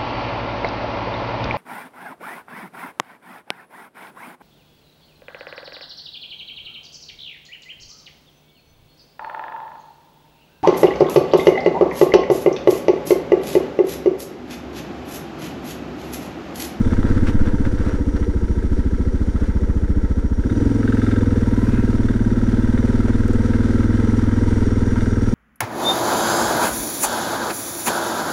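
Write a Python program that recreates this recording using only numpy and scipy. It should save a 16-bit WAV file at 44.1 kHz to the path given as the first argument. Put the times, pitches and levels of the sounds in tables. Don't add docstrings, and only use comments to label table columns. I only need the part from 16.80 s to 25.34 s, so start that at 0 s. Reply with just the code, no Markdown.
import sys
import numpy as np
from scipy import signal
from scipy.fft import rfft, irfft, next_fast_len
from scipy.io import wavfile
from scipy.ndimage import map_coordinates

SR = 44100
rng = np.random.default_rng(int(sys.argv[2]) if len(sys.argv) > 2 else 0)


def transcribe(signal):
    frames = np.atleast_2d(signal).T
    limited = np.clip(frames, -1, 1)
    pcm = np.round(limited * 32767).astype(np.int16)
    wavfile.write(sys.argv[1], SR, pcm)


N = 376613
T = np.arange(N) / SR

# time in seconds, wind level in dB.
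WIND_LEVEL = [(0, -23), (.6, -18), (1.1, -24), (2.4, -27), (3.6, -32), (4.9, -32), (5.7, -24), (6.5, -23),
              (7, -26), (7.7, -21), (8.54, -25)]
# frequency in Hz, relative level in dB.
WIND_SPECTRUM = [(4, -11), (10, 19), (20, 5.5), (35, -34.5), (60, -1.5), (120, -11), (300, -75)]

# frequency in Hz, relative level in dB.
GRAVEL_SPECTRUM = [(400, 21), (800, 10), (1100, 4.5), (1500, 10.5), (2100, 9), (2600, 1.5), (4000, 1),
                   (5200, -1), (7000, -5), (9500, -7.5), (12000, -18.5), (15500, -38)]
# fluctuation rate in Hz, relative level in dB.
PATCH_SPECTRUM = [(3, -5.5), (12, -13), (40, -17.5), (200, -88)]
# time in seconds, level in dB.
CHAIN_LEVEL = [(0, -57.5), (3.5, -60.5), (3.8, -53), (4.3, -57), (6.5, -57), (8.54, -50)]
# centre in Hz, width in Hz, relative level in dB.
CHAIN_RESONANCES = [(4830, 130, 0), (5634, 140, 7), (5825, 123, 7), (6450, 550, -3), (7000, 240, -3.5),
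                    (8700, 340, -3), (9840, 600, -17)]
# fluctuation rate in Hz, relative level in dB.
FLUTTER_SPECTRUM = [(6, -6.5), (20, -14), (60, -49), (200, -99)]
# fluctuation rate in Hz, relative level in dB.
DRIFT_SPECTRUM = [(1, -6), (3, 0), (8, -12), (40, -60), (200, -110)]
CHAIN_WANDER = .007

# centre in seconds, level in dB, length in seconds.
RATTLE_EVENTS = [(0.135, -28, 0.012), (0.29, -31.5, 0.05), (0.378, -32.5, 0.019), (0.483, -30.5, 0.035),
                 (0.604, -32.5, 0.012), (0.675, -32, 0.048), (0.861, -29.5, 0.02), (0.998, -41, 0.022),
                 (1.085, -32.5, 0.1), (1.372, -31, 0.01), (1.867, -42.5, 0.0092), (2.637, -37, 0.072),
                 (4.95, -37, 0.08), (6.288, -28.5, 0.013)]
# frequency in Hz, relative level in dB.
RATTLE_SPECTRUM = [(200, -1), (450, 24.5), (750, 6.5), (1100, 7), (1500, 14), (2400, -3), (5500, -13),
                   (8000, -19), (12000, -29), (15500, -55)]
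# centre in seconds, level in dB, length in seconds.
SPRAY_EVENTS = [(0.487, -37.5, 0.022), (0.865, -58, 0.014), (1.365, -45, 0.008), (1.444, -46, 0.008)]
# frequency in Hz, relative level in dB.
SPRAY_SPECTRUM = [(1000, -12), (2000, 7), (5500, -7), (8000, -14), (12000, -20), (15500, -32)]
# start in seconds, level in dB.
TWIG_SNAPS = [(6.4797, -40), (6.533, -42)]
# centre in seconds, pitch in Hz, peak in dB, length in seconds.
FRAME_THUMPS = [(3.868, 70, -11, 0.01), (4.941, 122, -17, 0.049)]
# start in seconds, level in dB, ring time in seconds.
METAL_BLOWS = [(0.133, -30, 0.0036), (.229, -29, 0.0055), (0.672, -29.5, 0.0091), (0.852, -30, 0.011),
               (1.362, -36, .009), (1.427, -35, 0.017), (7.513, -35, .025), (8.158, -31, 0.027)]
# frequency in Hz, relative level in dB.
CRACK_SPECTRUM = [(300, -10), (500, -2), (1100, -3), (1500, 2), (2400, -13), (4000, -27), (8000, -37),
                  (15500, -70)]

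# fluctuation rate in Hz, relative level in dB.
WAVER_SPECTRUM = [(30, 0), (100, -20), (400, -80)]
# centre in Hz, width in Hz, relative level in dB.
RASP_RESONANCES = [(2050, 440, -10), (2530, 460, -7)]
WHINE_S, WHINE_LENGTH_S, WHINE_DB = 4.8, .15, -46
WHINE_HZ, WHINE_OCTAVES_PER_S = 998, .566
RASP_S, RASP_LENGTH_S, RASP_DB = 4.95, 0.1, -47.5

# centre in Hz, width in Hz, relative level in dB.
CASE_RESONANCES = [(938, 78, 3), (1328, 80, 6), (1576, 130, 2), (1917, 61, -0.5), (2077, 45, -2.5),
                   (3125, 120, -13.5), (3480, 39, -8)]
# centre in Hz, width in Hz, relative level in dB.
KNOCK_RESONANCES = [(1327, 126, 9), (1582, 200, 9), (1890, 120, -1), (2113, 190, -2.5), (2800, 430, -13)]
# centre in Hz, width in Hz, relative level in dB.
PING_RESONANCES = [(3520, 22, -0.5), (3760, 18, -1)]
# time in seconds, relative level in dB.
KNOCK_FORCE = [(0, 1), (1.5, -8.5), (3.55, -12), (3.7, 3), (3.8, -4), (3.95, -10), (4.032, 6), (4.31, 8),
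               (4.429, 3), (4.6, -1), (5.1, -1), (6, -1), (7, 0), (7.7, -4.5), (8.15, 1), (8.54, -0.5)]
# time in seconds, change of knock in dB.
ACCENTED_FIRINGS = [(5.285, 6), (5.338, 2), (5.977, 7), (6.133, 2), (6.335, 4), (6.734, 5), (6.835, 3),
                    (6.935, -1), (6.984, 1.5), (7.033, 3.5), (8.208, 6), (8.461, -1)]
# centre in Hz, width in Hz, relative level in dB.
SILENCER_RESONANCES = [(368.5, 62, 1.5), (480.3, 64, -2.5)]
# time in seconds, level in dB.
BARK_LEVEL = [(0, -47), (1.5, -35), (3.55, -47), (3.8, -37), (4.2, -38), (4.45, -32.5), (5.1, -34.5),
              (5.4, -40), (6.4, -33), (7.2, -37.5), (8.54, -40)]

# time in seconds, four-stroke cycles per second in Hz.
ENGINE_SPEED = [(0.0, 16.617), (0.408, 16.603), (0.979, 14.852), (1.555, 13.89), (2.357, 14.213),
                (2.812, 14.717), (3.609, 14.161), (3.816, 21.889), (4.374, 20.835), (4.688, 19.17),
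                (5.22, 19.258), (5.435, 17.964), (5.814, 19.396), (6.983, 20.234), (7.238, 21.1),
                (8.093, 19.683), (8.24, 20.141), (8.54, 18.967)]
# time in seconds, throttle opening from 0 to 1.
THROTTLE_OPENING = [(0, 0.43), (.35, 0.46), (.6, 0.42), (1.1, 0.25), (1.5, 0.11), (3.58, 0.06), (3.8, .9),
                    (4.1, 0.89), (6.4, 0.83), (7.1, 0.93), (8.54, 0.83)]
# time in seconds, rms timing scatter in seconds.
CYCLE_SCATTER = [(0, .0003), (3.9, .0004), (4.0, .00005), (5.2, .00005), (5.3, .0004), (5.5, .0001),
                 (6.1, .00012), (6.4, .0003), (6.8, .0001), (7.3, .0001), (7.7, .0003)]
# centre in Hz, width in Hz,
# relative dB when the valve opens, relative dB when it shuts.
COAST_RESONANCES = [(23, 17.6, -24.5, -67), (55.4, 34.8, -30, -37), (75.6, 73, -69, -34),
                    (199.3, 56, -35, -70), (294.2, 42.3, -38.5, -39)]
# centre in Hz, width in Hz,
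# relative dB when the valve opens, relative dB when it shuts.
PULL_RESONANCES = [(35.4, 16.5, -24.5, -73), (84, 13.2, -26.5, -68), (103.6, 33.1, -22.5, -71),
                   (188.9, 93.3, -27.5, -28.5), (230.1, 42, -32.5, -69), (321.4, 24.8, -33, -79),
                   (412, 64, -49.5, -67)]
# frequency in Hz, relative level in dB.
GAS_SPECTRUM = [(60, -11), (110, -17), (145, -30.5), (190, -20), (240, -0.5), (280, 4.5), (350, -13),
                (420, -28.5), (480, -15.5), (560, -35), (800, -47), (1500, -85.5)]
# frequency in Hz, relative level in dB.
DRONE_SPECTRUM = [(60, -48), (110, 1), (150, -9.5), (200, 0.5), (280, -0.5), (380, -3), (480, -2),
                  (550, -10), (750, -24.5), (950, -13.5), (1100, -35.5), (2000, -55.5)]

# start and end in seconds, step between the gears, and the reference speed in cycles/s.
SHIFT_S, GEAR_STEP, COAST_HZ = (3.61, 3.82), 1.5, 14.2
# dB at the reference speed, dB per doubling of engine speed, dB per doubling of road speed.
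CLATTER_LAW = (-45.5, 5.4, 17)
TYRE_LAW = (-43, 11.25, 3.3)
THUD_LAW = (-15.5, 11.2, 12.3)
HONK_DB = -14
PULL_HZ = 19.8
LEAN_S, LEAN_DB, LEAN_LENGTH_S = 3.45, -3, 0.84
DEBRIS_S, DEBRIS_DB, DEBRIS_RAMP_S = 4.1, 5.75, 0.64
TOP_HZ = 15700


def undb(db):
    return 10 ** (np.asarray(db) / 20)


def curves(table):
    s, *columns = np.transpose(table)
    return [np.interp(T, s, column) for column in columns]


def unit(x):
    return x / np.sqrt(np.mean(x ** 2))


def noise():
    return rng.standard_normal(N)


def filtered(x, response):
    size = next_fast_len(N + SR // 2, True)
    f = np.arange(size // 2 + 1) * SR / size
    return irfft(rfft(x, size) * response(f), size)[:N]


def resonance(f, hz, width):
    return 1j * f * width / (hz ** 2 - f ** 2 + 1j * f * width)


def ring(x, modes, order=1):
    def response(f):
        return sum((-1) ** k * undb(db) * resonance(f, hz, width) ** order
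                   for k, (hz, width, db) in enumerate(modes))
    return unit(filtered(x, response))


def colour(x, points):
    hz, db = np.transpose(points)
    return unit(filtered(x, lambda f: undb(np.interp(np.log(np.maximum(f, 1)), np.log(hz), db))))


def kicks(times, sizes):
    return np.bincount(np.clip(times * SR, 0, N).astype(int), sizes, N + 1)[:N]


def window(turn, centre, width):
    distance = (turn - centre + .5) % 1 - .5
    return np.exp(-(distance / width) ** 2)


def swell(s, length):
    return np.exp(-((T - s) / length) ** 2)


def moments(turn, share):
    return np.interp(np.arange(int(turn[-1]) + 1) + share, turn, T, right=2 * T[-1])


def repeating(turn, memory):
    cycle = turn.astype(int)
    age = np.arange(N) - np.searchsorted(cycle, cycle)
    fresh = rng.standard_normal((cycle[-1] + 1, SR // 8))
    gain = np.sqrt(1 - memory ** 2)
    cycles, _ = signal.lfilter([gain], [1, -memory], fresh, axis=0, zi=memory * fresh[-1:])
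    return cycles[cycle, age]


def speed_level(law, rate):
    db, engine_db, road_db = law
    road = rate / np.interp(T, SHIFT_S, (1, GEAR_STEP))
    return db + engine_db * np.log2(rate / COAST_HZ) + road_db * np.log2(road / COAST_HZ)


def wind():
    return undb(curves(WIND_LEVEL)[0]) * colour(noise(), WIND_SPECTRUM)


def gravel(turn, roll_db):
    count = 7000
    place, side, weight = rng.random((count, 3)).T
    sizes = np.sign(side - .5) * undb(-3.5 * np.log(np.maximum(weight, .003)))
    stones = kicks(place * T[-1], sizes)
    pulsing = 1.8 + 0.5 * window(turn, centre=0.95, width=0.14) + 0.8 * window(turn, centre=0.32, width=0.11)
    hiss = noise() * pulsing
    patches_db = 1.1 * colour(noise(), PATCH_SPECTRUM)
    crunch = colour(unit(hiss) + 0.16 * unit(stones), GRAVEL_SPECTRUM)
    return undb(roll_db + patches_db) * crunch


def chain(turn):
    drive = noise() * (1 + .5 * window(turn, centre=0.89, width=0.042))
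    song = ring(drive, CHAIN_RESONANCES, order=2)
    flutter_db = 1.5 * colour(noise(), FLUTTER_SPECTRUM)
    drift = colour(noise(), DRIFT_SPECTRUM)
    song = map_coordinates(song, [np.cumsum(1 + CHAIN_WANDER * drift)], mode="mirror")
    return undb(curves(CHAIN_LEVEL)[0] + flutter_db) * song


def bursts(events):
    return sum(undb(db) * swell(s, length) for s, db, length in events)


def bumps():
    rattles = bursts(RATTLE_EVENTS) * colour(noise() ** 3, RATTLE_SPECTRUM)
    spray = bursts(SPRAY_EVENTS) * colour(noise() * noise(), SPRAY_SPECTRUM)
    decay = sum(undb(db) * (T > s) * np.exp(-np.abs(T - s) / .003) for s, db in TWIG_SNAPS)
    snaps = decay * ring(noise(), [(7350, 1500, 0)])
    thumps = sum(undb(db) * swell(s, length) * np.sin(2 * np.pi * hz * (T - s))
                 for s, hz, db, length in FRAME_THUMPS)
    return rattles + spray + snaps + thumps


def blow(s, length):
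    age, contact_s = np.maximum(T - s, 0), .0005
    return (1 - np.exp(-(age / contact_s) ** 2)) * np.exp(-age / length)


def clanks():
    crack_shape = sum(undb(db) * blow(s, 0.0032) for s, db, _ in METAL_BLOWS)
    crack = crack_shape * colour(noise(), CRACK_SPECTRUM)
    ring_shape = sum(undb(db) * blow(s, length) for s, db, length in METAL_BLOWS)
    ringing = ring_shape * ring(noise(), CASE_RESONANCES, order=2)
    return undb(1.5) * crack + ringing


def whine():
    hz = WHINE_HZ * 2 ** (WHINE_OCTAVES_PER_S * (T - WHINE_S))
    waver = .008 * colour(noise(), WAVER_SPECTRUM)
    tone = np.sqrt(2) * np.sin(2 * np.pi * np.cumsum(hz * (1 + waver)) / SR)
    tone = undb(WHINE_DB) * swell(WHINE_S, WHINE_LENGTH_S) * tone
    rasp = ring(noise(), RASP_RESONANCES, order=2)
    rasp = undb(RASP_DB) * swell(RASP_S, RASP_LENGTH_S) * rasp
    hiss = undb(-62.5) * swell(s=4.85, length=0.21) * ring(noise(), [(10500, 3000, 0)], order=2)
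    return tone + rasp + hiss


def valve_gear(turn, clatter_db):
    valves = repeating(turn, memory=0.24) * (0.66 + window(turn, centre=0.24, width=0.12))
    clatter = filtered(ring(valves, CASE_RESONANCES), lambda f: np.exp(-(f / 8000) ** 2))
    return undb(clatter_db) * clatter


def combustion(turn):
    firings = moments(turn, share=.77)
    force_db, jitter_s, advance_s_per_db, rebound_s = .8, .00012, .00015, .0095
    early_chance, force_chance, rebound_chance = rng.standard_normal((len(firings), 3)).T
    knock_db, = curves(KNOCK_FORCE)
    knocks = firings + jitter_s * early_chance - advance_s_per_db * np.interp(firings, T, knock_db)
    rebounds = knocks + rebound_s + jitter_s * rebound_chance
    force = undb(force_db * force_chance)
    blows = kicks(knocks, force) + kicks(rebounds, force * undb(-5.5))
    buzz = noise() * window(turn, centre=0.82, width=0.04)
    accent_db = sum(db * swell(s, .02) for s, db in ACCENTED_FIRINGS)
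    knock = (unit(blows) + undb(-1.5) * unit(buzz)) * undb(knock_db + accent_db)
    block = undb(-44.5) * ring(knock, KNOCK_RESONANCES, order=2)
    ping = undb(-61.5) * ring(knock, PING_RESONANCES)
    wake = repeating(turn, memory=0.75) * window(turn, centre=0.8, width=0.05)
    exhaust = unit(kicks(knocks, force ** 2)) + .8 * unit(wake)
    bark = undb(curves(BARK_LEVEL)[0]) * ring(exhaust, SILENCER_RESONANCES, order=2)
    return block + ping + bark


def gas_pulses(starts, sizes, modes, open_s, scatter_db, soft_hz):
    open_chance, slack_chance, shut_chance = rng.standard_normal((len(starts), 3)).T
    slack_s = .00015
    opening = kicks(starts, sizes * undb(scatter_db * open_chance))
    shutting = kicks(starts + open_s + slack_s * slack_chance, sizes * undb(scatter_db * shut_chance))
    suck = filtered(opening, lambda f: sum(undb(db) * resonance(f, hz, w) ** 2 for hz, w, db, _ in modes))
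    push = filtered(shutting, lambda f: sum(undb(db) * resonance(f, hz, w) ** 2 for hz, w, _, db in modes))
    return filtered(push - suck, lambda f: np.exp(-(f / soft_hz) ** 2))


def ducts(rate, turn, throttle):
    scatter_s, = curves(CYCLE_SCATTER)
    starts = moments(turn, share=0)
    starts = starts + np.interp(starts, *np.transpose(CYCLE_SCATTER)) * rng.standard_normal(len(starts))
    period_s = 1 / np.interp(starts, T, rate)
    size, load = SR * period_s, np.interp(starts, T, throttle)
    scatter_db, memory, early_s, late_s = .35, .9, .0017, .0014
    coast = gas_pulses(starts - early_s, size * (1 - load), COAST_RESONANCES,
                       open_s=0.1336 * period_s, scatter_db=2 * scatter_db, soft_hz=670)
    pull = gas_pulses(starts + late_s, size * load, PULL_RESONANCES,
                      open_s=0.005784 * (PULL_HZ * period_s) ** 0.64, scatter_db=scatter_db, soft_hz=602)
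    rush = colour(repeating(turn, memory), GAS_SPECTRUM) * window(turn, centre=0.26, width=0.28)
    rush = rush * undb(-7 * (1 - scatter_s / np.max(scatter_s)))
    drone = colour(repeating(turn, memory) + noise() / 2, DRONE_SPECTRUM)
    pulses = undb(16.5) * coast + undb(14.5) * pull
    turbulence = undb(-14.0 + 7.8 * throttle) * rush + undb(-18.5 + 2.0 * throttle) * drone
    pulse_db = (1 - throttle) * speed_level(THUD_LAW, rate) + throttle * HONK_DB
    return (pulses + turbulence) * undb(pulse_db)


def scene():
    rate, = curves(ENGINE_SPEED)
    turn = np.cumsum(rate) / SR
    throttle = np.clip(curves(THROTTLE_OPENING)[0], 0, 1)
    roll_db = speed_level(TYRE_LAW, rate) + LEAN_DB * swell(LEAN_S, LEAN_LENGTH_S)
    debris_share = np.clip((T - DEBRIS_S) / DEBRIS_RAMP_S, 0, 1)
    clatter_db = speed_level(CLATTER_LAW, rate) + DEBRIS_DB * debris_share
    road = wind() + gravel(turn, roll_db) + chain(turn) + bumps() + clanks() + whine()
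    engine = valve_gear(turn, clatter_db) + combustion(turn) + ducts(rate, turn, throttle)
    return (road + engine)[None]


def record(dry):
    ceiling = 0.7
    rounded = dry / (1 + (dry / ceiling) ** 4) ** (1 / 4)
    return signal.sosfilt(signal.ellip(8, .2, 70, TOP_HZ, fs=SR, output="sos"), rounded)


dry = scene()
out = record(dry)
transcribe(out)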